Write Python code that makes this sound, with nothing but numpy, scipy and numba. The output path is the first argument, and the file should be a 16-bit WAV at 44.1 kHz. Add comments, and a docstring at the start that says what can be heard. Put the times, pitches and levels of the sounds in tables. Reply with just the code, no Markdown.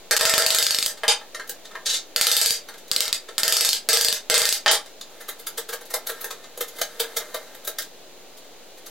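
"""Over a quiet workshop hum a hand pushes a chisel through a wooden block on a bench. The edge sticks and breaks
free in runs of sharp cracks: short snaps, plus jolts filtered by the modes of block, bench and blade. After the
first run come light taps, two knocks and a juddering scrape (grainy noise), then more cuts with touches between,
more knocks, and lastly taps over faint rubbing. A near stereo microphone hears a short room of decaying noise
echoes; its limiter pulls the cracks down and lets go as the room fades."""
import sys
import numpy as np
from scipy import signal
from scipy.fft import rfft, irfft, next_fast_len
from scipy.io import wavfile
from numba import njit

SR = 44100
rng = np.random.default_rng(int(sys.argv[2]) if len(sys.argv) > 2 else 0)


def waveform_to_disk(signal):
    """Save audio, clipped to [-1, 1], as 16-bit WAV at the path in sys.argv[1]."""
    frames = np.transpose(np.atleast_2d(signal))
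    scaled = np.clip(frames, -1, 1) * 32767
    samples = np.round(scaled).astype(np.int16)
    wavfile.write(sys.argv[1], SR, samples)


def rack_gain(trim_db):
    """Turn a fader trim in dB into the linear factor to multiply a signal by."""
    fader = np.asarray(trim_db, float)
    return 10 ** (fader / 20)


N = 392488

# stereo width: f/Hz, side against mid/dB before any offset
SIDE_CURVE = [(60, -22.5), (150, -16.5), (300, -16.5), (1200, -19), (2500, -17.5), (5000, -7.5),
              (12000, -4)]


def at(table, hz):
    """Value of a (Hz, value) table, straight on a log-frequency axis."""
    f_hz, value = np.transpose(table)
    return np.interp(np.log(hz + 1), np.log(f_hz), value)


def causal(gain, size=4096):
    """Minimum-phase response of unit energy for a gain curve given as a function of Hz."""
    cepstrum = irfft(np.log(gain(np.fft.rfftfreq(2 * size, 1 / SR)) + 1e-6))
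    cepstrum[1:size] *= 2
    cepstrum[size + 1:] = 0
    h = irfft(np.exp(rfft(cepstrum)))[:size]
    return h / np.sqrt(np.sum(h ** 2))


def conv(x, h):
    """Convolution cut to the scene's length."""
    return signal.fftconvolve(np.atleast_2d(x), np.atleast_2d(h), axes=1)[:, :N]


def wide(length, extra_db):
    """Two-channel noise, more alike in the bass than in the treble; extra_db widens it."""
    mid, side = rng.standard_normal((2, length))
    side_gain = rack_gain(at(SIDE_CURVE, np.fft.rfftfreq(length, 1 / SR)) + extra_db)
    side = irfft(rfft(side) * side_gain, length)
    return np.array([mid + side, mid - side])


def pushes(times_s, shapes, gains, lead=0):
    """Adds one force shape per event, starting lead samples early; one output row per row of gains."""
    size = shapes.shape[1]
    out = np.zeros((len(gains), N + 2 * size))
    for s, shape, gain in zip(times_s, shapes, np.transpose(gains)):
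        i = int(s * SR)
        out[:, i:i + size] += gain[:, None] * shape
    return out[:, lead:lead + N]


def grains(shape, scatter_db):
    """Noise whose samples differ widely in size, rms 1."""
    x = rng.standard_normal(shape) * rack_gain(scatter_db * rng.exponential(size=shape))
    return x / np.std(x)


def hum():
    """Steady workshop background: coloured stereo noise at a set rms."""
    # spectrum ahead of the bass loss: f/Hz, density/dB (relative)
    hum_curve = [(35, -1), (60, -19.5), (427, -1), (503, 0), (621, -2), (785, -5), (903, -9), (1040, -12),
                 (2000, -13), (4030, -11), (5330, -18.5), (6900, -16.5), (8120, -23.5), (14200, -24),
                 (16000, -21.5)]
    level_db = -46

    def gain(hz):
        # little of the deep bass reaches the small capsules
        bass_loss = np.sqrt(1 + (170 / (hz + 60)) ** 4)
        return rack_gain(at(hum_curve, hz)) / bass_loss

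    x = conv(wide(N, extra_db=9.5), causal(gain))
    return rack_gain(level_db) * x / np.std(x)


def body(wood, blade, tip, contact):
    """Low pushes ring block and bench, high ones the blade, the highest its thin tip.
    contact picks the table column: 0 crack, 1 touch, 2 knock."""
    # modes of block, bench and blade: f/Hz, width at half amplitude/Hz, crack/dB, touch/dB, knock/dB
    modes = [(468, 65, -2, 5, 0), (625, 60, -4, 2, 0), (830, 70, -16, -9, 1), (1330, 200, -10, -3, -8),
             (1620, 150, -7, -2, -4), (1800, 110, -4, -2, -4), (2090, 130, -7, -3, -6),
             (3130, 200, -7, -6, 4), (3620, 250, -3, -4, -3), (3900, 220, -5, -1, -3),
             (4430, 300, -4, -7, -5), (4810, 280, 0, -7, -2), (5610, 200, -8, -7, -6),
             (6330, 200, -11, -4, -11), (6750, 400, -8, -7, -11), (8080, 400, -5, -9, -14),
             (9480, 130, -20, -20, -7), (9850, 300, -20, -9, -20), (11100, 250, -16, -7, -22),
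             (11550, 450, -13, -4, -22), (12750, 500, -14, -10, -22), (14000, 700, -20, -10, -24)]
    # floor between the modes: f/Hz, crack/dB, touch/dB, knock/dB
    floor = [(226, -31, -43, -59), (410, -19.5, -12, -12), (1090, -18.5, -10, -11.5),
             (2580, -11.5, -15.5, -8), (3780, -10, -8, -5.5), (4570, -5.5, -11.5, -6.5),
             (8600, -13.5, -13, -16.5), (13100, -28.5, -17, -34), (14900, -28.5, -12.5, -35.5)]
    wood_top_hz, tip_from_hz = 2500, 9000

    def ring(hz):
        power = rack_gain(at(np.array(floor)[:, [0, 1 + contact]], hz)) ** 2
        for f_hz, width_hz, *db in modes:
            detune = 2 * (hz - f_hz) / width_hz
            power = power + rack_gain(db[contact]) ** 2 / (1 + detune ** 2) ** 2
        return np.sqrt(power)

    size = next_fast_len(N)
    hz = np.fft.rfftfreq(size, 1 / SR)
    low = 1 / (1 + (hz / wood_top_hz) ** 6)
    high = 1 - 1 / (1 + (hz / tip_from_hz) ** 6)
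    power = ring(hz) ** 2
    force = 0
    for push, part in ((wood, low), (blade, 1 - low - high), (tip, high)):
        # each part answers a unit push with unit energy
        share = np.sum(power * part ** 2) / np.sum(power)
        force = force + rfft(push, size) * part / np.sqrt(share)
    return conv(irfft(force, size)[:N], causal(ring))


def blows(table, contact):
    """Each is a brief snap in the air and a jolt into wood and steel, trailed by tearing fibres.
    Returns two rows of snaps and one of jolts."""
    # breaking fibres: f/Hz, level/dB (relative)
    snap_curve = [(500, -3), (2000, -3.5), (4700, 12), (6000, -2.5), (8000, -1), (12000, -5.5), (16000, -5)]
    s, jolt_db, snap_db, wood_db, tip_db = np.transpose(table)
    size, tear_db, tear_decay_s = 1024, -22, .003
    tear_decay = np.exp(-np.arange(size) / SR / tear_decay_s)
    shapes = rack_gain(tear_db) * rng.standard_normal((len(s), size)) * tear_decay
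    shapes[:, 0] = 1
    jolt = rack_gain(jolt_db)
    gains = [jolt * rack_gain(snap_db), jolt * rack_gain(wood_db), jolt, jolt * rack_gain(tip_db)]
    snap, *jolts = pushes(s, shapes, gains)
    snap = conv(snap, causal(lambda hz: rack_gain(at(snap_curve, hz)), size=256))
    # the treble reaches the two capsules a little apart (4 samples)
    side = conv(snap, causal(lambda hz: rack_gain(at(SIDE_CURVE, hz)), size=256))
    side = np.roll(side, shift=4, axis=1)
    snaps = snap + rack_gain(-8) * side * np.array([[1], [-1]])
    return np.vstack([snaps, body(*jolts, contact=contact)])


def cracks():
    """The edge breaks free; a crack's colour follows its stroke and how far the stroke has got."""
    # cracks: t/s, jolt/dB, snap against jolt/dB
    crack_table = [(0.1107, 11.5, -7), (0.1657, 14, -14), (0.2106, 13.5, -7), (0.2534, 18, -5),
                   (0.296, 19, -2.5), (0.3389, 25, -1.5), (0.3802, 34, -6), (0.4229, 23, 1),
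                   (0.4643, 32, 1), (0.5052, 31, -2), (0.5477, 32.5, -7.5), (0.5863, 30, -2),
                   (0.6269, 28, 1), (0.6669, 31.5, 5), (0.708, 24, 2.5), (0.747, 15, 7), (0.787, 12, 7.5),
                   (0.827, 5.5, 5), (0.862, 10, 9), (2.162, 9, 6.5), (2.2123, 36.5, -2.5), (2.269, 31, 1),
                   (2.3159, 28, -3), (2.3674, 27, -1.5), (2.415, 25, -11), (2.4609, 21, -1),
                   (2.507, 14.5, 4), (2.915, 10, 9), (2.9632, 13, 10), (3.006, 21, 4.5), (3.055, -7, 4),
                   (3.08, -15, 16), (3.1284, 8.5, 4), (3.3812, 5, 3.5), (3.4332, 12, 3), (3.4799, 15.5, 0),
                   (3.5244, 23, -7.5), (3.5683, 19, 1.5), (3.6092, 21, 0), (3.649, 15, -5.5),
                   (3.6909, 12, 2), (3.7311, 11, 2.5), (3.8888, 22.5, -17), (3.9314, 22, -11),
                   (3.9725, 12, 1.5), (4.0118, 11, 1), (4.0478, 17.5, 0), (4.0851, 16, 4),
                   (4.1272, 9.5, 6.5), (4.2996, 18.5, -2.5), (4.3424, 18, -12), (4.3793, 14.5, -3),
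                   (4.4181, 11, 1), (4.4545, 10, 2.5), (4.4909, 12, 3.5), (4.5265, 12, 3)]
    # paring strokes: start/s, length/s, wood against blade/dB, wood fall by the end/dB, tip against blade/dB
    strokes = np.array([(0.118, 0.8, -3, 10, -4.5), (2.158, .35, -6.5, 6.5, -1.5),
                        (2.905, 0.34, -8.5, 10, -4), (3.37, 0.27, -5, 7, -4), (3.89, 0.11, -7, 4, -3),
                        (4.315, 0.18, -4.5, 6.5, -2.5)])
    fall_power, scatter_db = 2.25, 1.5
    s, jolt_db, snap_db = np.transpose(crack_table)
    # a crack up to 0.06 s ahead of a stroke's start belongs to it
    stroke = np.searchsorted(strokes[:, 0], s + .06) - 1
    start_s, length_s, wood_db, fall_db, tip_db = strokes[stroke].T
    done = np.clip((s - start_s) / length_s, 0, 1.2)
    wood_scatter, tip_scatter = scatter_db * rng.standard_normal((2, len(s)))
    # as the shaving thins the wood rings less, mostly late in the stroke
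    wood_db = wood_db - fall_db * done ** fall_power + wood_scatter
    rows = np.transpose([s, jolt_db, snap_db, wood_db, tip_db + tip_scatter])
    return blows(rows, contact=0)


def room():
    """Dense noise echoes that build up over about a ms; each band fades at its own rate, the bass fastest."""
    # decay: f/Hz, T60/s
    t60 = [(300, 0.088), (800, 0.24), (2100, 0.19), (5500, 0.17), (14600, 0.12)]
    length = SR // 2
    t = np.arange(length) / SR
    hz = np.fft.rfftfreq(length, 1 / SR)
    noise = rfft(wide(length, extra_db=3.0))
    tail = 0
    for mid_hz in 200 * 2. ** np.arange(7):
        octaves_off = np.abs(np.log2(np.clip(hz, 200, 12800) / mid_hz))
        band = np.clip(1 - octaves_off, 0, 1)
        tail = tail + irfft(noise * band, length) * np.exp(-np.log(1000) * t / at(t60, mid_hz))
    tail = tail * (1 - np.exp(-t / 0.0011))
    return tail / np.sqrt(np.mean(np.sum(tail ** 2, axis=1)))


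def taps():
    """The contact swells as fibres crumble; the slower a touch swells, the longer it takes to let go."""
    # light touches of blade on wood: t/s, level/dB, wood against blade/dB, rise time constant/ms
    tap_table = [(0.976, -42.5, 0, 2.6), (1.214, -50.5, 11, 2.1), (1.348, -28.5, 0, 1.14),
                 (1.398, -35.5, 7, 1.15), (1.476, -46, -19, 1.4), (1.495, -31.5, -3, 1.2),
                 (1.654, -42, -2.5, 4.6), (1.715, -49.5, 8.5, 3.5), (1.754, -42, 14, 2.3),
                 (2.688, -37.5, 1.5, 1.9), (2.741, -45, 2.5, 2.4), (2.783, -45.5, -16, 4.5),
                 (2.881, -46, -13, 1.9), (3.289, -38, 1.5, 2.3), (4.861, -40, -4, 1.2),
                 (5.013, -32, -9, 1.4), (5.21, -48, 5, 5.5), (5.289, -36.5, 3.5, 3.3),
                 (5.396, -46, -5, 4.2), (5.47, -29.5, -4, 1.8), (5.58, -28.5, -3.5, 2.8),
                 (5.692, -35.5, 2.5, 2.9), (5.734, -32, 4, 4.8), (5.812, -46.5, 5, 2.3),
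                 (5.857, -48.5, -6, 3.6), (5.907, -40, -1, 4.1), (5.941, -24, 0.5, 1.96),
                 (6.071, -32, -0.5, 2.6), (6.098, -35, 7, 4.8), (6.212, -40.5, 0, 3), (6.244, -34, 5, 1.3),
                 (6.309, -30, -1.5, 2.2), (6.443, -46, 2, 5), (6.576, -40, 3.5, 1.3),
                 (6.61, -28.5, -1.5, 2.1), (6.683, -43.5, -15, 4.2), (6.765, -49, -1, 5),
                 (6.788, -41, 5.5, 4.9), (6.816, -22.5, 2.5, 1.57), (7.001, -20, -5.5, 2.1),
                 (7.039, -46, 9, 8.1), (7.169, -23, -5, 2.7), (7.213, -50.5, 13.5, 10.4),
                 (7.346, -31.5, 6, 2), (7.55, -47.5, 6.5, 2.3), (7.65, -43.5, -4, 3.4),
                 (7.676, -29, 2, 1.8), (7.787, -23.5, -8, 1.5), (7.821, -34.5, -15, 2.9),
                 (8.375, -50, -15, 5), (8.447, -60, 2, 4.5), (8.779, -52, -1, 4.1), (8.865, -42.5, -3, 3.5)]
    # tip's ring in touches: t/s, against blade/dB at the usual tap level
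    tip_curve = [(0.9, -9), (1.4, -19), (1.49, 8.5), (1.65, -13), (2.7, -7), (2.9, -1), (3.3, -20),
                 (5.0, -11), (5.25, 9), (5.6, 1.5), (6.0, 4), (6.25, 9), (6.32, -11), (6.45, -22),
                 (6.58, 6), (7.0, -1), (7.68, 7.5), (7.82, -3), (8.9, 3)]
    usual_tap_db, tip_rise_db_per_db = -35, 0.02
    s, level_db, wood_db, rise_ms = np.transpose(tap_table)
    tip_db = np.interp(s, *np.transpose(tip_curve)) + tip_rise_db_per_db * (level_db - usual_tap_db)
    rise_s, lead = rise_ms[:, None] / 1000, 2048
    fall_s = 0.00058 + 0.61 * rise_s
    t = (np.arange(2 * lead) - lead) / SR - .5 * rise_s
    swell = 2 / (np.exp(-t / rise_s) + np.exp(t / fall_s))
    crumbs = grains(t.shape, scatter_db=1.5)
    level = rack_gain(level_db)
    return pushes(s, swell * crumbs, [level * rack_gain(wood_db), level, level * rack_gain(tip_db)], lead=lead)


def knocks():
    """The blade runs out of the cut and lands, jolting block and steel."""
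    # knocks: t/s, jolt/dB, snap against jolt/dB, wood against blade/dB, tip against blade/dB
    knock_table = [(1.0347, -12.5, -14, 18.5, -1), (1.0809, 22, -35, -10, -13.5), (4.6615, 5, -2, 8, -18),
                   (4.6801, 16.5, -16.5, -10, -46), (4.7137, 13.5, -6, 0, 1.5)]
    return blows(knock_table, contact=2)


def slides():
    """Dense fibre grains of uneven size under the moving blade: one juddering scrape, then faint rubbing."""
    # rubbing while the blade is handled: t/s, level/dB
    rub_curve = [(5.1, -62), (5.9, -83), (6.15, -54), (6.5, -67), (6.8, -58), (7.1, -55.5), (7.4, -57.5),
                 (7.95, -77)]
    start_s, length_s, edge_s, scrape_db, fade_db = 1.85, 0.13, 0.01, -22.5, 0.5
    judder_hz, judder_depth_db, judder_peak_s = 26.6, 11, 1.866
    # wood, blade, tip against blade
    scrape_parts_db, rub_parts_db = np.array([[-18], [0], [-23]]), np.array([[4], [0], [-1]])
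    t = np.arange(N) / SR
    since = t - start_s
    gate = np.clip(np.minimum(since, length_s - since) / edge_s, 0, 1) ** 2
    judder_db = judder_depth_db * (np.cos(2 * np.pi * judder_hz * (t - judder_peak_s)) - 1) / 2
    fall_db = fade_db * np.clip(since / length_s, 0, 1)
    scrape = gate * rack_gain(scrape_db + judder_db - fall_db)
    rub = rack_gain(np.interp(t, *np.transpose(rub_curve), left=-120, right=-120))
    fibres = grains(N, scatter_db=1.6)
    return fibres * (scrape * rack_gain(scrape_parts_db) + rub * rack_gain(rub_parts_db))


def scene():
    """Jolts reach the microphone mostly as echoes; touches have a larger direct share, snaps no room echo."""
    hard = cracks() + knocks()
    snaps, jolts = hard[:2], hard[2:]
    touches = body(*(taps() + slides()), contact=1)
    direct = snaps + rack_gain(-6) * jolts + touches
    sent = jolts + rack_gain(3.0) * touches
    # the pattern of echoes changes as the blade moves between four spots
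    spot_s, echo = .37, 0
    spot = np.arange(N) / SR / spot_s
    for k in range(4):
        presence = np.clip(2.5 - 4 * np.abs((spot - k) % 4 - 2), 0, 1)
        echo = echo + conv(sent * presence, room())
    # a near wall throws one clear echo, stronger on one side
    wall_s = .0195
    wall = np.roll(direct, shift=int(wall_s * SR), axis=1) * rack_gain(np.array([[-18], [-21]]))
    # the direct sound is slightly louder on the left
    return wall + direct * rack_gain(np.array([[.25], [-.25]])) + echo + hum()


@njit
def limiter(peak, top, attack, release):
    """Gain from a peak follower: drops almost at once over the ceiling and creeps back."""
    gain, follower = np.ones(len(peak)), 0.
    for i in range(len(peak)):
        follower += (peak[i] - follower) * (attack if peak[i] > follower else release)
        gain[i] = min(1., top / (follower + 1e-9))
    return gain


def low_pass(x):
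    """Removes everything above the highest recorded frequency."""
    return signal.sosfilt(signal.butter(12, 16540, fs=SR, output="sos"), x)


def record(dry):
    """An input offset, a fast limiter on each side, a brief dip, clipping, lopsided overload and a low-pass."""
    x = dry - .0038
    attack_s, release_s, ceiling = 0.00006, 0.032, 0.77
    gain = np.array([limiter(np.abs(side), ceiling, 1 / (attack_s * SR), 1 / (release_s * SR)) for side in x])
    # the level dips briefly after the second crack
    dip_s, dip_half_width_s = .187, .011
    dip = np.clip(np.abs(np.arange(N) / SR - dip_s) / dip_half_width_s, .05, 1)
    x = np.clip(x * gain * dip, -1, 1)
    # one half-wave is squeezed more than the other, which leaves a low thump under each crack
    x = x - np.array([[.085], [.06]]) * x ** 2
    top_hz = 15900
    x = signal.sosfilt(signal.ellip(8, .2, 50, top_hz, fs=SR, output="sos"), x)
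    return low_pass(x)


dry = scene()
out = record(dry)
waveform_to_disk(out)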